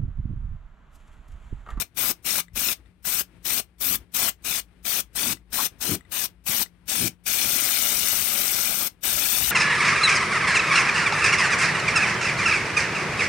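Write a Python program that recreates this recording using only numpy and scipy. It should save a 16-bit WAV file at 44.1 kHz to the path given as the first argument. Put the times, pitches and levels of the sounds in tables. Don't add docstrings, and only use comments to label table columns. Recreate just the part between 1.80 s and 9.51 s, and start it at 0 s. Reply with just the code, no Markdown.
import sys
import numpy as np
from scipy import signal
from scipy.fft import rfft, irfft, next_fast_len
from scipy.io import wavfile
from scipy.ndimage import uniform_filter1d, map_coordinates

SR = 44100
rng = np.random.default_rng(int(sys.argv[2]) if len(sys.argv) > 2 else 0)


def pcm_store(signal):
    levels = np.round(np.clip(np.atleast_2d(signal), -1, 1) * 32767)
    wavfile.write(sys.argv[1], SR, levels.astype(np.int16).T)


N = 340011
TIME = np.arange(N) / SR
FFT_SIZE = next_fast_len(N, True)
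FREQS = np.maximum(np.fft.rfftfreq(FFT_SIZE, 1 / SR), 1)

# opens_s, shuts_s, hiss_db, sizzle_db, splash_db, table_lag_start_ms, table_lag_end_ms, face_lag_ms
PRESSES = [(-.1, 0.032, -31.5, 1, -8, 0.64, 0.58, .76), (.168, 0.323, -31, 3.5, -9.5, 0.74, .66, .76),
           (.448, 0.612, -31, 2, -10.5, 0.59, .61, .77), (0.755, 0.938, -32, 2.5, -12, 0.48, .68, .76),
           (1.247, 1.423, -32.5, 4.5, -11.3, .85, .52, .75), (1.649, 1.81, -31.5, 2, -10, 0.65, 0.51, .52),
           (2.005, 2.165, -32, 6, -11.5, .8, 0.47, 0.69), (2.341, 2.503, -29.5, 1.7, -10, .77, .79, .95),
           (2.644, 2.806, -32.5, 0.5, -11.5, 0.51, .8, .78), (3.049, 3.214, -32, 3.5, -10.5, .66, .93, 1.6),
           (3.353, 3.538, -31, 0.5, -9.5, .88, .66, 1.1), (3.725, 3.875, -31.5, 2, -10.5, .82, .9, 0.56),
           (4.006, 4.161, -33, 2, -9, 0.88, 0.76, 1.2), (4.316, 4.467, -33, 2, -10.5, .87, .92, 1.1),
           (4.661, 4.839, -31, 3, -10, 0.61, .88, 1.03), (5.079, 5.288, -31, 0.8, -13, .98, 1.07, 1.32),
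           (5.46, 7.085, -29.5, 1.2, -12.5, 1.0, 1.013, 1.37),
           (7.231, 7.793, -29.5, 1.5, -12.5, .99, 0.87, 1.36)]
# from_opening_s, flow_db
VALVE_OPENING = [(-.027, -64), (-.021, -35), (-.008, -27), (.005, -3), (.018, 0)]
# frequency_hz, right_vs_left_db
MIC_SHADOW = [(150, -8.5), (600, -6.5), (1400, -16), (3200, -12.5), (6500, -17.5), (7900, -27), (9800, -10),
              (11600, -13.5), (15000, -21)]


def spray(sputter_db=0.5, sputter_hz=120, aim_db=0.34, aim_hz=5, shadow_db_per_ms=1, usual_lag_ms=0.7):
    # frequency_hz, density_db
    jet_colour = [(70, -14), (280, -6.5), (480, -13), (780, -10), (1000, -10), (1300, -6.5), (1750, -6.5),
                  (2500, -3.5), (4800, -4.5), (5700, -1.5), (6600, -3), (7300, -8), (8500, -2),
                  (10400, -7.5), (14200, -0.5), (16000, -5.5)]
    splash_db, hiss_db, ring_db, sizzle_db, table_ms, face_ms = hand_strokes()
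    jet = air_noise(from_db(at_hz(jet_colour)), at_hz(MIC_SHADOW))
    jet = swirl(reflections(jet, table_ms, face_ms))
    edges_hz = [0, 1600, 7500, 11000, 16200]
    bands = [shaped(jet, (FREQS >= low) & (FREQS < high)) for low, high in zip(edges_hz, edges_hz[1:])]
    levels_db = [splash_db + 1.27, hiss_db + 0.06, ring_db, sizzle_db]
    sound = sum(from_db(db + aim_db * drift(aim_hz)) * band / mid_rms(band)
                for db, band in zip(levels_db, bands))
    sound[1] *= from_db(shadow_db_per_ms * (usual_lag_ms - table_ms))
    sputter = from_db(sputter_db * drift(sputter_hz))
    return sound * valve() * sputter


def hand_strokes(arc_ms_per_s=0.11, build_db=2.06, build_s=0.06, sag_db_per_s2=1.15):
    curves = np.zeros((6, N))
    bounds = [0] + [round((press[0] + VALVE_OPENING[0][0]) * SR) for press in PRESSES[1:]] + [N]
    for press, first, last in zip(PRESSES, bounds, bounds[1:]):
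        opens, shuts, hiss_db, sizzle_db, splash_db, from_ms, to_ms, face_ms = press
        length_s = shuts - opens
        held_s = np.clip(TIME[first:last] - opens, 0, length_s)
        along = held_s / length_s
        arc_ms = arc_ms_per_s * length_s * np.sin(np.pi * along)
        level_db = hiss_db - build_db * np.exp(-held_s / build_s)
        sag_db = sag_db_per_s2 * held_s ** 2
        curves[:, first:last] = [level_db + splash_db,
                                 level_db - sag_db,
                                 level_db - 1.3 - sag_db,
                                 level_db + sizzle_db - 0.31 * sag_db,
                                 from_ms + (to_ms - from_ms) * along + arc_ms,
                                 np.full(last - first, face_ms)]
    return curves


def valve():
    # from_shutting_s, flow_db
    valve_shutting = [(-.008, 0), (.001, -14.5), (.02, -30), (.09, -70)]
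    flow = np.zeros(N)
    for opens, shuts, *_ in PRESSES:
        now = (TIME > opens + VALVE_OPENING[0][0]) & (TIME < shuts + valve_shutting[-1][0])
        opening_db = np.interp(TIME[now] - opens, *np.transpose(VALVE_OPENING))
        shutting_db = np.interp(TIME[now] - shuts, *np.transpose(valve_shutting))
        flow[now] += from_db(opening_db + shutting_db)
    return flow


def reflections(jet, table_ms, face_ms, tremble_ms=0.031, wander_ms=0.13, bounce_hz=5000):
    lag_ms = table_ms + tremble_ms * drift(6)
    treble = shaped(jet, FREQS / np.hypot(FREQS, bounce_hz))
    off_table = -0.34 * delayed(treble, lag_ms)
    off_metal = 0.36 * delayed(treble, 1.3 * lag_ms + wander_ms * drift(2.96))
    off_face = 0.097 * delayed(jet, face_ms)
    return jet + off_table + off_metal + off_face


def swirl(jet, depth_db=2.12, frame=512, span_s=0.081, width_hz=700):
    hz, seconds, spectra = signal.stft(jet, SR, nperseg=frame)
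    swell = rng.standard_normal(spectra.shape)
    for _ in range(2):
        swell = uniform_filter1d(swell, round(width_hz / hz[1]), axis=0)
        swell = uniform_filter1d(swell, round(span_s / seconds[1]), axis=1)
    spectra *= from_db(depth_db * swell / swell.std())
    return signal.istft(spectra, SR, nperseg=frame)[1][:, :N]


def hollow_hoot(centre_s=3.8, half_length_s=0.015, pitch_hz=1080, width_hz=260, level_db=-32.5):
    hoot = air_noise(resonance(pitch_hz, width_hz), at_hz(MIC_SHADOW))
    return from_db(level_db) * hoot * bell_curve(centre_s, half_length_s)


def cap_ticks(gain_db=4.5, rub_s=0.0015, right_db=-22.0):
    # start_s, level_db
    ticks = [(0.6826, -47), (1.059, -54.5), (3.5703, -43.5), (4.2083, -45), (4.2507, -50.5), (4.86, -39)]
    # pitch_hz, level_db, t60_s
    cap_modes = [(1960, 2, .02), (2940, -13, .015), (3630, -9, .015), (7900, -4, 0.0087)]
    rubs, ringing = np.zeros(N), np.zeros(N)
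    for start_s, level_db in ticks:
        rub = rng.standard_normal(SR // 20) * np.exp(-TIME[:SR // 20] / rub_s)
        rubs[round(start_s * SR):][:len(rub)] += from_db(level_db + gain_db) * rub / np.linalg.norm(rub)
    for pitch_hz, level_db, t60_s in cap_modes:
        radius, angle = from_db(-60 / (t60_s * SR)), 2 * np.pi * pitch_hz / SR
        feedback = [1, -2 * radius * np.cos(angle), radius ** 2]
        ringing += from_db(level_db) * signal.lfilter([0, np.sin(angle)], feedback, rubs + 1e-18)
    return ringing * from_db([[0], [right_db]])


def mic_puffs(gain_db=2.5, right_db=-8.0):
    # centre_s, level_db, half_length_s, top_hz
    puffs = [(0.747, -42, 0.036, 119), (2.12, -43, 0.042, 295), (3.495, -36.5, 0.039, 312),
             (4.121, -27, 0.03, 375), (4.7, -36.5, 0.0089, 254), (5.244, -28, 0.029, 326),
             (5.668, -38, 0.016, 243), (7.36, -40.5, 0.016, 179), (7.62, -40.5, 0.03, 172)]
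    rumble = np.zeros(N)
    for centre_s, level_db, half_length_s, top_hz in puffs:
        now = np.abs(TIME - centre_s) < 0.25
        bandpass = signal.butter(4, [top_hz / 4, top_hz], "band", fs=SR, output="sos")
        eddies = signal.sosfilt(bandpass, rng.standard_normal(SR)[:now.sum()])
        swell = from_db(level_db + gain_db) * bell_curve(centre_s, half_length_s)[now]
        rumble[now] += swell * eddies / eddies.std()
    return rumble * from_db([[0], [right_db]])


def yard_echo(can, wet_db=-14.5, t60_s=0.11, dull_hz=5000, right_db=-8.5):
    age_s = TIME[:SR // 2]
    tail = rng.standard_normal((2, len(age_s))) * from_db(-60 * age_s / t60_s)
    tail = signal.sosfilt(signal.butter(1, dull_hz, fs=SR, output="sos"), tail)
    tail /= np.linalg.norm(tail, axis=1, keepdims=True)
    return signal.fftconvolve(can[:1], tail, axes=1)[:, :N] * from_db([[wet_db], [wet_db + right_db]])


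def yard_air(level_db=-58.0, waver_db=3.5, waver_hz=5.6):
    # frequency_hz, density_db
    yard_colour = [(25, -30), (55, -3), (100, -9.5), (190, -18), (300, -17), (600, -28), (1100, -29.5),
                   (2300, -29.5), (4000, -38), (7000, -49), (9000, -41), (15000, -56.5)]
    # frequency_hz, right_vs_left_db
    yard_right = [(200, -8), (900, -11.5), (2500, -18), (6000, -14), (13000, -8)]
    gain = from_db(level_db + waver_db * drift(waver_hz))
    return gain * air_noise(from_db(at_hz(yard_colour)), at_hz(yard_right))


def distant_hum(right_db=-7.0):
    # pitch_hz, width_hz, level_db
    hum_bands = [(56.4, 5, -61.5), (177, 5.9, -64.5)]
    return sum(from_db(level_db) * air_noise(resonance(pitch_hz, width_hz), right_db)
               for pitch_hz, width_hz, level_db in hum_bands)


def air_noise(gain, right_db):
    # frequency_hz, correlation
    mic_likeness = [(60, 0.8), (200, 0.75), (640, 0.8), (1400, 0.73), (3100, 0.23), (6800, 0.039),
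                    (15000, 0.055)]
    alike = at_hz(mic_likeness)
    mid, side = rng.standard_normal((2, N))
    mid = shaped(mid, gain * np.sqrt(1 + alike))
    side = shaped(side, gain * np.sqrt(1 - alike))
    pair = np.array([mid + side, shaped(mid - side, from_db(right_db))])
    return pair / mid_rms(pair)


def drift(rate_hz):
    pole = np.exp(-2 * np.pi * rate_hz * 40 / SR)
    noise = rng.standard_normal(N // 40 + 2002)
    slow = signal.lfilter([1], [1, -2 * pole, pole ** 2], noise)[2000:]
    return np.interp(np.arange(N) / 40, np.arange(len(slow)), slow / slow.std())


def delayed(pair, lag_ms):
    where = np.arange(N) - lag_ms * SR / 1000
    return np.array([map_coordinates(side, [where], order=3, mode="wrap") for side in pair])


def shaped(sound, gain):
    return irfft(rfft(sound, FFT_SIZE) * gain, FFT_SIZE)[..., :N]


def at_hz(points):
    hz, value = np.transpose(points)
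    return np.interp(np.log(FREQS), np.log(hz), value)


def resonance(pitch_hz, width_hz):
    return 1 / (1 + ((FREQS - pitch_hz) / width_hz) ** 2)


def bell_curve(centre_s, half_length_s):
    return np.exp(-0.5 * ((TIME - centre_s) / half_length_s) ** 2)


def mid_rms(pair):
    return np.sqrt(np.mean(pair.mean(axis=0) ** 2))


def from_db(db):
    return 10 ** (np.asarray(db) / 20)


def scene():
    can = spray() + hollow_hoot() + cap_ticks()
    return can + yard_echo(can) + mic_puffs() + yard_air() + distant_hum()


def record(dry, cutoff_hz=15800):
    return signal.sosfilt(signal.ellip(12, 0.1, 80, cutoff_hz, fs=SR, output="sos"), dry)


dry = scene()
out = record(dry)
pcm_store(out)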